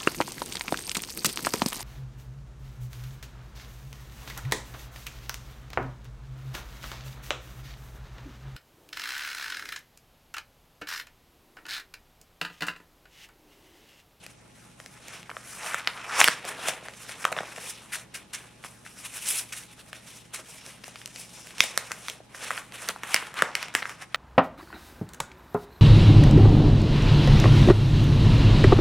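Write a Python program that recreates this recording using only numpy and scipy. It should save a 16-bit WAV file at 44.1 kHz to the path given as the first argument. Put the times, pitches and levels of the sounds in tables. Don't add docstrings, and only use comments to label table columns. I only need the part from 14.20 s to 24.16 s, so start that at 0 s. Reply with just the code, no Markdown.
import sys
import numpy as np
from scipy import signal
from scipy.fft import rfft, irfft
from scipy.io import wavfile
from scipy.ndimage import uniform_filter1d

SR = 44100
rng = np.random.default_rng(int(sys.argv[2]) if len(sys.argv) > 2 else 0)


def file_out(sig):
    cols = np.atleast_2d(sig).T
    lim = np.clip(cols, -1, 1)
    pcm = np.round(lim * 32767).astype(np.int16)
    wavfile.write(sys.argv[1], SR, pcm)


N = 439236
T = np.arange(N) / SR

# [loudest_s, swell_s, fade_s, rustle_db, hiss_db, rustle_centre_hz]
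SLIDES = [(0.04, 0.033, 0.027, -45.5, -47, 2320), (.108, 0.085, .1, -58.5, -57, 2000),
          (.259, 0.1, 0.08, -62, -68, 1520), (.474, 0.57, 0.46, -60, -60, 2210),
          (.603, 0.083, 0.97, -59.5, -57, 1730), (.937, 0.22, 0.19, -45, -47, 2100),
          (1.104, 0.069, 0.28, -56, -57.5, 1410), (1.175, .15, 0.48, -60, -58.5, 1330),
          (1.33, 0.22, 0.35, -46.5, -43, 1900), (1.47, 0.11, 0.18, -32.5, -36.5, 1700),
          (1.539, 0.14, 0.029, -35, -45.5, 1750), (1.587, 0.031, 0.069, -34, -41.5, 1880),
          (1.788, 0.4, 0.1, -38.5, -48.5, 1560), (1.962, 0.18, 0.1, -30, -39, 1450),
          (2.0, 0.039, 0.085, -21, -24, 1500), (2.05, 0.16, 0.14, -26, -28.5, 2060),
          (2.308, .17, 0.13, -40, -47, 1880), (2.46, 0.12, 0.15, -33.5, -37.5, 1960),
          (2.546, 0.23, 0.039, -42, -46, 1930), (2.652, 0.05, 0.084, -43.5, -48, 1980),
          (2.819, 0.25, 0.18, -50.5, -47, 2220), (2.895, 0.059, 0.11, -40.5, -40.5, 2220),
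          (3.031, 0.14, 0.11, -41.5, -42, 1680), (3.075, .05, 0.12, -41.5, -55, 1120),
          (3.179, .2, 0.13, -42.5, -48.5, 1350), (3.33, 0.93, .4, -48, -54, 1940),
          (3.446, 0.072, 0.36, -46.5, -45.5, 2680), (3.5, 0.31, 0.082, -46, -39.5, 2650),
          (3.629, .4, 0.033, -60.5, -60.5, 2560), (3.786, 0.16, 0.081, -46.5, -44.5, 1920),
          (3.993, 0.11, .11, -51.5, -54.5, 2400), (4.186, 0.1, 0.31, -51, -53.5, 2200),
          (4.433, 0.029, 0.33, -54, -51, 1850), (4.835, 0.29, .3, -51, -46, 2200),
          (4.958, 0.059, 0.14, -41.5, -36.5, 2220), (5.089, 0.1, 0.17, -35.5, -26.5, 2700),
          (5.194, 0.21, 0.051, -38.5, -29, 2610), (5.379, 0.1, 0.096, -42.5, -37, 2360),
          (5.533, 0.15, 0.028, -52.5, -52, 2470), (5.596, 0.055, 0.058, -49.5, -48.5, 2270),
          (5.687, 0.079, .06, -54.5, -52.5, 2240), (5.764, 0.059, 0.076, -48.5, -49.5, 2280),
          (5.88, 0.13, 0.27, -51.5, -48.5, 2700), (5.964, 0.24, 0.12, -53.5, -48.5, 2100),
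          (6.199, 0.096, 0.038, -44, -42.5, 2070), (6.305, 0.11, .15, -48.5, -43, 2620),
          (6.493, 0.22, .15, -48.5, -47, 2260), (6.66, 0.061, .15, -51, -49, 2330),
          (6.787, 0.071, 0.51, -58, -51, 2520), (6.842, 0.25, 0.15, -54, -58, 2570),
          (6.999, 0.13, 0.16, -47.5, -40.5, 2940), (7.14, 0.07, 0.68, -53.5, -47, 2900),
          (7.429, 0.082, 0.18, -37.5, -34.5, 2900), (7.626, 0.46, 0.21, -45.5, -50, 1690),
          (7.833, 0.82, .2, -53.5, -50, 2000), (7.892, 0.12, 0.11, -44.5, -42, 2290),
          (8.153, 0.038, 0.6, -52, -48, 1910), (8.248, 0.13, 0.23, -39, -42, 2250),
          (8.387, 0.15, 0.048, -38.5, -42.5, 1600), (8.547, 0.044, .1, -42, -46, 2190),
          (8.623, 0.069, 0.19, -40, -40.5, 1780), (8.898, .09, 0.28, -35, -41, 1780),
          (8.94, 0.033, 0.19, -37.5, -44, 2020), (9.069, 0.23, 0.038, -40, -50, 1760),
          (9.177, 0.047, .2, -33, -43, 1740), (9.245, 0.076, 0.097, -31.5, -46.5, 1070),
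          (9.435, 0.13, 0.1, -36, -42.5, 1860), (9.602, 0.083, 0.05, -38, -42.5, 1750),
          (9.695, 0.19, 0.15, -45.5, -48, 1650), (9.823, 0.034, 0.042, -39, -46.5, 1600),
          (9.93, .06, .2, -53, -65, 1670)]
# [time_s, hiss_centre_hz, flap_db]
COLOUR = [(0, 7500, -53), (1.2, 7650, -53.5), (1.6, 8000, -59.5), (2.15, 6500, -55), (2.3, 8100, -44.5),
          (2.7, 7540, -51.5), (2.9, 7650, -52.5), (3.2, 6900, -51), (3.5, 7870, -51), (4.2, 7700, -51.5),
          (5.1, 8300, -55), (6, 7400, -54.5), (6.7, 7000, -52.5), (7.45, 7050, -52.5), (7.8, 7240, -50),
          (8.8, 8700, -54), (9.1, 8360, -54.5), (9.3, 6300, -53), (9.7, 6400, -51), (9.96, 7400, -62)]
# [start_s, length_s, rustle_db, hiss_db]
STROKES = [(2.243, 0.05, -38.5, -42), (2.467, 0.027, -30.5, -31.5), (3.718, 0.039, -34, -36.5),
           (3.939, 0.022, -39, -38), (4.129, 0.023, -36.5, -34.5), (4.441, 0.023, -45.5, -45.5),
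           (4.646, 0.029, -50, -51.5), (4.84, 0.024, -39.5, -40.5), (5.321, 0.013, -39.5, -39),
           (6.13, 0.03, -40, -38), (8.675, 0.033, -36, -44)]
# [peak_s, swing_peak_db, sheet_pitch_hz, crack_db, thud_db, flutter_db]
SNAPS = [(0.0647, -28.5, 2370, -2.5, -14, -29), (.6014, -30, 1640, -3, -13, -28),
         (0.6615, -28, 2320, -1.5, -13, -36), (.8833, -30.5, 2600, 0, -10, -36),
         (1.0305, -31.5, 2800, -9, -23, -34), (1.095, -25, 1190, -23, -25, -32),
         (1.1015, -25, 2280, -27, -15, -34), (1.1143, -27.5, 1260, -17, -11, -30),
         (1.1677, -22, 1390, -24, -12, -32), (1.5446, -10.5, 1540, -8, -18, -22.5),
         (1.674, -2, 2210, -40, -25, -30.5), (1.937, -23, 2200, -10, -26, -33.5),
         (2.004, -5, 2450, 3, -21, -33), (2.0145, 1.5, 1570, -14, -28, -34),
         (2.043, .5, 2650, 0.5, -26, -33), (2.0776, -3, 1800, -7, -18, -32),
         (2.084, -2.5, 1770, -7, -14, -33), (2.2458, -24, 1880, -17, -13, -32),
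         (2.2515, -27.5, 1080, 4.5, 0, -27), (2.485, -12.5, 1790, 0, -7.5, -20),
         (2.627, -35.5, 1510, -14, 1, -26), (2.6852, -24.5, 1690, -10, -6.5, -29),
         (2.7372, -31.5, 2310, -15, -16, -24), (2.894, -25, 1860, -9, -15, -34),
         (2.921, -27, 3200, -7, -21, -34), (3.043, -19.5, 1950, -11, -13, -17),
         (3.052, -4, 1350, -10.5, -36, -37), (3.119, -26.5, 1500, -4, 3.5, -30),
         (3.123, -28, 900, 2, -7, -32), (3.1267, -15, 1860, -10, -11, -28),
         (3.1661, -20.5, 1470, -25, -8, -37), (3.173, -25, 930, -22, -2, -32),
         (3.179, -20, 1580, -25, -8, -41), (3.1878, -16.5, 1460, -28, -25, -27),
         (3.205, -28, 864, -12, -25, -30), (3.2064, -27.5, 720, -9, 7.5, -17),
         (3.233, -29, 850, -7, -6, -32), (3.363, -27, 2280, -5, -24, -34), (3.379, -32, 1320, -19, 1, -29),
         (3.3834, -27, 1690, -9, -7.5, -36), (3.9533, -33, 2940, 6, -11, -27),
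         (4.4398, -26.5, 1930, -23, -18, -32), (4.447, -28.5, 1420, -8, -6, -32),
         (4.664, -29.5, 1740, -9, -20, -31), (5.7307, -22.5, 2050, -6, -21, -26),
         (6.1464, -27.5, 2420, 4.5, -16, -34), (6.4637, -35.5, 1760, 8, -16, -32),
         (6.6386, -29.5, 2680, -8, -10, -32), (6.6422, -27.5, 2180, -2, -20, -37),
         (6.6805, -36, 940, 4, 1, -32), (6.7582, -27.5, 1860, -8, -18, -24),
         (6.8166, -29.5, 2220, -11, -29, -53), (6.8592, -27, 2600, 4.5, -34, -35),
         (6.876, -35, 1760, 5.5, -30, -32), (6.9607, -28, 3120, -5, -15, -32),
         (7.2716, -33, 2250, -1, -12, -29), (7.3075, -31.5, 2380, -15, -13, -37),
         (7.3827, -25, 2340, -3, -27, -34), (7.4055, 3.5, 2780, -11.5, -26.5, -40),
         (7.439, -19.5, 2600, 6, -8, -41), (7.5765, -9.5, 1550, 3, -17.5, -29),
         (7.71, -27, 1070, -16, -26, -43), (7.718, -15.5, 1800, 1.5, -33, -25.5),
         (7.884, -18.5, 1860, -4, -31, -43), (7.8988, -19.5, 3200, -1.5, -19, -36),
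         (8.004, -42, 690, -23, 6.5, -36), (8.1475, -27, 1510, -22, -10, -37),
         (8.3068, -13, 1330, -13, -25, -39), (8.3142, -16, 1850, -8.5, -15, -32),
         (8.3778, -17, 1860, -25, -33, -42), (8.5224, -29.5, 2300, -7, -34, -33),
         (8.6884, -18, 1750, 6.5, -19, -35), (8.693, -16.5, 1680, -22, -7, -34),
         (8.762, -26, 1080, -18, -14, -40), (8.8344, -18, 1410, -6, -11.5, -18),
         (8.9441, -3.5, 2120, 2.5, -18, -34), (8.9628, -7, 2450, -16, -38, -21.5),
         (9.026, -23.5, 1100, -20, -9, -27), (9.1415, -28, 1320, -3.5, -14, -32),
         (9.1907, -20, 2210, -25, -21, -10), (9.2222, -1.5, 1480, -10, -12, -45),
         (9.3529, -8.5, 2360, -5, -41, -24.5), (9.4282, -13, 2120, -11, -22, -42),
         (9.484, -30, 1720, -3, -13, -34), (9.54, -34, 1500, 0, -15, -4),
         (9.551, -6, 1510, -3.5, -17.5, -21), (9.6238, -17.5, 1670, -26, -13, -23),
         (9.6273, -15, 1720, -34, -26, -31), (9.6555, -19, 1430, -24, -29, -20),
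         (9.695, -23.5, 1620, -6, -20, -14.5), (9.9458, -4.5, 1860, -17.5, -28.5, -26)]
# [centre_hz, width_hz, level_db]
RUSTLE_MODES = [(833, 950, 6), (1330, 850, 3.5), (1720, 920, 0), (2470, 970, 1.5), (3530, 1820, -0.5)]
FIBRE_MODES = [(4480, 2900, -6.5), (5410, 1320, 6), (6900, 5600, -5), (9820, 3840, 2)]
AIR_MODES = [(13500, 12400, 0)]
FLAP_MODES = [(647, 1220, 6), (188, 260, -12.5)]
# [pitch_hz, fall_s]
ROOM_FALL = [(500, 0.47), (2000, 0.28), (8000, 0.2)]
# [pitch_hz, relative_level_db]
QUIET_SHAPE = [(18, -50), (30, -7), (71, -17), (109, 3), (179, 9.5), (702, -12), (844, -20), (1280, -42.5),
               (2350, -27.5), (3870, -18), (8740, -26), (12600, -44), (16000, -45)]
# [pitch_hz, side_minus_mid_db]
QUIET_SIDE = [(60, 7), (110, -11), (200, -12), (380, -2), (700, 6.5), (1290, 31), (2380, 10), (4400, 0.5),
              (8120, 3), (15000, 20.5)]
# [pitch_hz, rms_db]
HUM = [(48.4, -72), (70.0, -70), (118.4, -62.5)]
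WHINE = [(839.8, -72)]

REST_RUSTLE_DB, REST_HISS_DB, REST_HZ = -75, -69, 1700
HISS_QUICKER = 1.27
HISS_HZ_PER_DB = 45
FLAP_SLOPE = 0.57
RUSTLE_FOCUS_DB, HISS_FOCUS_DB = 10.5, 12.0
TICKS_PER_S, TICK_DB = 250, -11
SWING_RISE_CYCLES = 0.75 * 1.13
CRACK_HZ, CRACK_HZ_PER_DB = 6700, 43
BASS_CUT_HZ, TOP_HZ = 177, 15900
PORTS_DB, PORTS_HZ = -8.5, 5370
ROOM_DB, QUIET_DB = -12.5, -58


def sliding(rustle_db, hiss_db, rustle_hz):
    time_s, slow_hz, slow_db = np.transpose(COLOUR)
    hiss_hz = np.interp(T, time_s, slow_hz) + HISS_HZ_PER_DB * (hiss_db - rustle_db)
    flap_db = np.interp(T, time_s, slow_db) + FLAP_SLOPE * (rustle_db + 45)
    stroke_rustle, stroke_hiss = strokes()

    coarse = catches(spread_db=1.34, patchy_db=2.0)
    fine = coarse * np.sign(rng.standard_normal(N))
    rustle = sheet(coarse, RUSTLE_MODES, rustle_hz, RUSTLE_FOCUS_DB, shift_db=3.5)
    rustle = rustle + undb(TICK_DB) * ticks()
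    hiss = sheet(fine, FIBRE_MODES, hiss_hz, HISS_FOCUS_DB, shift_db=2.0)
    hiss = hiss + undb(-21.5) * ring(fine, AIR_MODES)
    flap = ring(catches(spread_db=1.0, patchy_db=3.0), FLAP_MODES)

    rustle_gain = np.hypot(undb(rustle_db), stroke_rustle)
    hiss_gain = np.hypot(undb(hiss_db), stroke_hiss)
    return rustle_gain * rustle + hiss_gain * hiss + undb(flap_db) * flap


def motion():
    t = np.arange(0, N / SR, .001)
    loudest_s, swell_s, fade_s, rustle_db, hiss_db, centre_hz = np.array(SLIDES).T[:, :, None]
    loss_db = 20 * np.where(t < loudest_s, (loudest_s - t) / swell_s, (t - loudest_s) / fade_s)
    rustle = undb(rustle_db - loss_db) ** 2
    hiss = undb(hiss_db - HISS_QUICKER * loss_db) ** 2
    rest_rustle, rest_hiss = undb(REST_RUSTLE_DB) ** 2, undb(REST_HISS_DB) ** 2
    all_rustle = rustle.sum(axis=0) + rest_rustle
    all_hiss = hiss.sum(axis=0) + rest_hiss
    mean_hz = ((rustle * centre_hz).sum(axis=0) + rest_rustle * REST_HZ) / all_rustle
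    curves = 10 * np.log10(all_rustle), 10 * np.log10(all_hiss), mean_hz
    return [np.interp(T, t, curve) for curve in curves]


def strokes(fall_s=0.009):
    rustle, hiss = np.zeros(N), np.zeros(N)
    for start_s, length_s, rustle_db, hiss_db in STROKES:
        progress = np.maximum((T - start_s) / length_s, 0)
        rise = np.sin(np.pi / 2 * np.minimum(2 * progress, 1))
        shape = rise * np.exp(-np.maximum(T - start_s - length_s, 0) / fall_s)
        rustle += undb(rustle_db) * shape
        hiss += undb(hiss_db) * shape
    return rustle, hiss


def catches(spread_db, patchy_db):
    size_db = spread_db * np.minimum(rng.exponential(size=N), 5)
    size_db = size_db + patchy_db * (walk(300) + walk(60))
    return rng.standard_normal(N) * undb(size_db)


def sheet(x, modes, centre_hz, octave_db, shift_db):
    total, power = 0, 0
    for k, (hz, width_hz, level_db) in enumerate(modes):
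        off_centre_db = octave_db * np.log2(hz / centre_hz) ** 2
        gain = undb(level_db - off_centre_db + shift_db * walk(45))
        total = total + (-1) ** k * gain * band(band(x, hz, width_hz), hz, width_hz)
        power = power + uniform_filter1d(gain ** 2, 4096) * width_hz
    return unit(total / np.sqrt(power))


def ticks():
    hit = rng.random(N) < TICKS_PER_S / SR
    size = undb(3.0 * np.minimum(rng.exponential(size=N), 2))
    return ring(hit * rng.standard_normal(N) * size, [(2000, 2600, -2.5), (4100, 2500, -10.5)])


def snaps(rustle_hz, crack_s=0.00046, thud_hz=603.0, shiver_db=-17, shiver_s=0.0028,
          flutter_s=0.023, desk_db=-11):
    lead, size = 128, 8192
    out = np.zeros(N + 2 * size)
    t = (np.arange(size) - lead) / SR
    for peak_s, swing_peak_db, hz, crack_db, thud_db, flutter_db in SNAPS:
        crack_noise, shiver_noise, flutter_noise = rng.standard_normal((3, size))

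        swing = 0
        for ratio, level_db in [(1.176, -2.5), (1.84, -11), (0.85, -2), (2.38, -13.5)]:
            swing = swing + undb(level_db) * np.sin(2 * np.pi * (ratio * hz * t + rng.random()))
        envelope = swell(t, SWING_RISE_CYCLES / hz)
        swing = swing * envelope
        swing = swing - swing.sum() * envelope / envelope.sum()
        swing = swing / np.abs(swing).max()

        crack_hz = CRACK_HZ + CRACK_HZ_PER_DB * crack_db
        fibres = [(crack_hz, 0.99 * crack_hz, 0), (12000, 4000, -32)]
        crack = ring(crack_noise, fibres) * swell(t, crack_s)
        crack = undb(crack_db) * crack / np.abs(crack).max()

        thud = undb(thud_db) * swell(t - .001, 0.0011) * np.sin(2 * np.pi * thud_hz * t)
        thud = thud + undb(thud_db - 15) * swell(t - .003, 0.004) * np.sin(2 * np.pi * 190 * t)

        shiver_shape = np.exp(-np.abs(t) / np.where(t > 0, shiver_s, .0005))
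        shiver = undb(shiver_db) * unit(band(shiver_noise, hz, 0.28 * hz)) * shiver_shape

        flutter_hz = rustle_hz[min(int((peak_s + flutter_s) * SR), N - 1)]
        flutter = ring(flutter_noise, [(flutter_hz, flutter_hz, 0)])
        flutter = unit(flutter + undb(crack_db - 2.5) * ring(flutter_noise, fibres))
        flutter = flutter * np.exp(-t / flutter_s) * (t > 0)

        blow = swing + crack + thud + shiver
        desk_delay_s = .0004 + 0.0013 * rng.random()
        blow = blow + undb(desk_db) * np.roll(blow, int(SR * desk_delay_s))
        i = int(peak_s * SR)
        out[i:i + size] += undb(swing_peak_db) * (blow + undb(flutter_db) * flutter)
    return out[lead:N + lead]


def ports(x):
    high_pass = signal.butter(2, PORTS_HZ, "high", fs=SR, output="sos")
    treble = signal.sosfilt(high_pass, x)
    drift = undb(PORTS_DB) * np.tanh(walk(150))
    side = 0.017 * np.gradient(x) + drift * (treble + 2.06 * np.gradient(treble))
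    return np.array([x + side, x - side])


def room(x, first_s=0.0029):
    t = np.arange(int(.45 * SR)) / SR
    tail = 0
    for hz in 125 * 2. ** np.arange(8):
        mid, side = (band(rng.standard_normal(len(t)), hz, 0.28 * hz) for _ in range(2))
        wide = np.clip((hz / 6000) ** 4.5, .05, 1)
        stereo = mid + wide * side * np.array([[1], [-1]])
        tail = tail + stereo * undb(-60 * t / on_log(ROOM_FALL, hz))
    tail = tail * np.clip(t / first_s - 1, 0, 1)
    tail = tail / np.sqrt(np.mean(np.sum(tail ** 2, axis=1)))
    return undb(ROOM_DB) * signal.fftconvolve(x[None], tail, axes=1)[:, :N]


def quiet():
    hz = np.fft.rfftfreq(N, 1 / SR)
    shape_db = on_log(QUIET_SHAPE, hz)
    mid = irfft(rfft(rng.standard_normal(N)) * undb(shape_db), N)
    side = irfft(rfft(rng.standard_normal(N)) * undb(shape_db + on_log(QUIET_SIDE, hz)), N)
    noise = undb(QUIET_DB) * np.array([mid + side, mid - side]) / np.std(mid)
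    tones = 0
    for pitch_hz, rms_db in HUM + WHINE:
        wave = np.sqrt(2) * np.sin(2 * np.pi * pitch_hz * T + 1.6 * walk(9.5))
        tones = tones + undb(rms_db + 1.3 * walk(12)) * wave
    return noise + tones


def undb(db):
    return 10 ** (np.asarray(db) / 20)


def unit(x):
    return x / np.sqrt(np.mean(x ** 2))


def band(x, hz, width_hz):
    return signal.lfilter(*signal.iirpeak(min(hz, .45 * SR), hz / width_hz, SR), x)


def ring(x, modes):
    total = 0
    for k, (hz, width_hz, level_db) in enumerate(modes):
        total = total + (-1) ** k * undb(level_db) * band(band(x, hz, width_hz), hz, width_hz)
    return unit(total)


def on_log(table, hz):
    table_hz, values = np.transpose(table)
    return np.interp(np.log(hz + 1), np.log(table_hz), values)


def walk(rate):
    hold = int(SR / rate)
    steps = np.repeat(rng.standard_normal(N // hold + 1), hold)
    return 0.89 * uniform_filter1d(uniform_filter1d(steps, hold), hold)[:N]


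def swell(t, rise_s):
    u = np.maximum(1 + t / rise_s, 0)
    return (u * np.exp(1 - u)) ** 2


def scene():
    rustle_db, hiss_db, rustle_hz = motion()
    paper = sliding(rustle_db, hiss_db, rustle_hz) + snaps(rustle_hz)
    bass_cut = signal.butter(3, BASS_CUT_HZ, "high", fs=SR, output="sos")
    paper = signal.sosfilt(bass_cut, paper)
    return ports(paper) + room(paper) + quiet()


def record(dry):
    top_cut = signal.ellip(10, .2, 70, TOP_HZ, fs=SR, output="sos")
    return signal.sosfilt(top_cut, np.clip(dry, -1, 1))


dry = scene()
out = record(dry)
file_out(out)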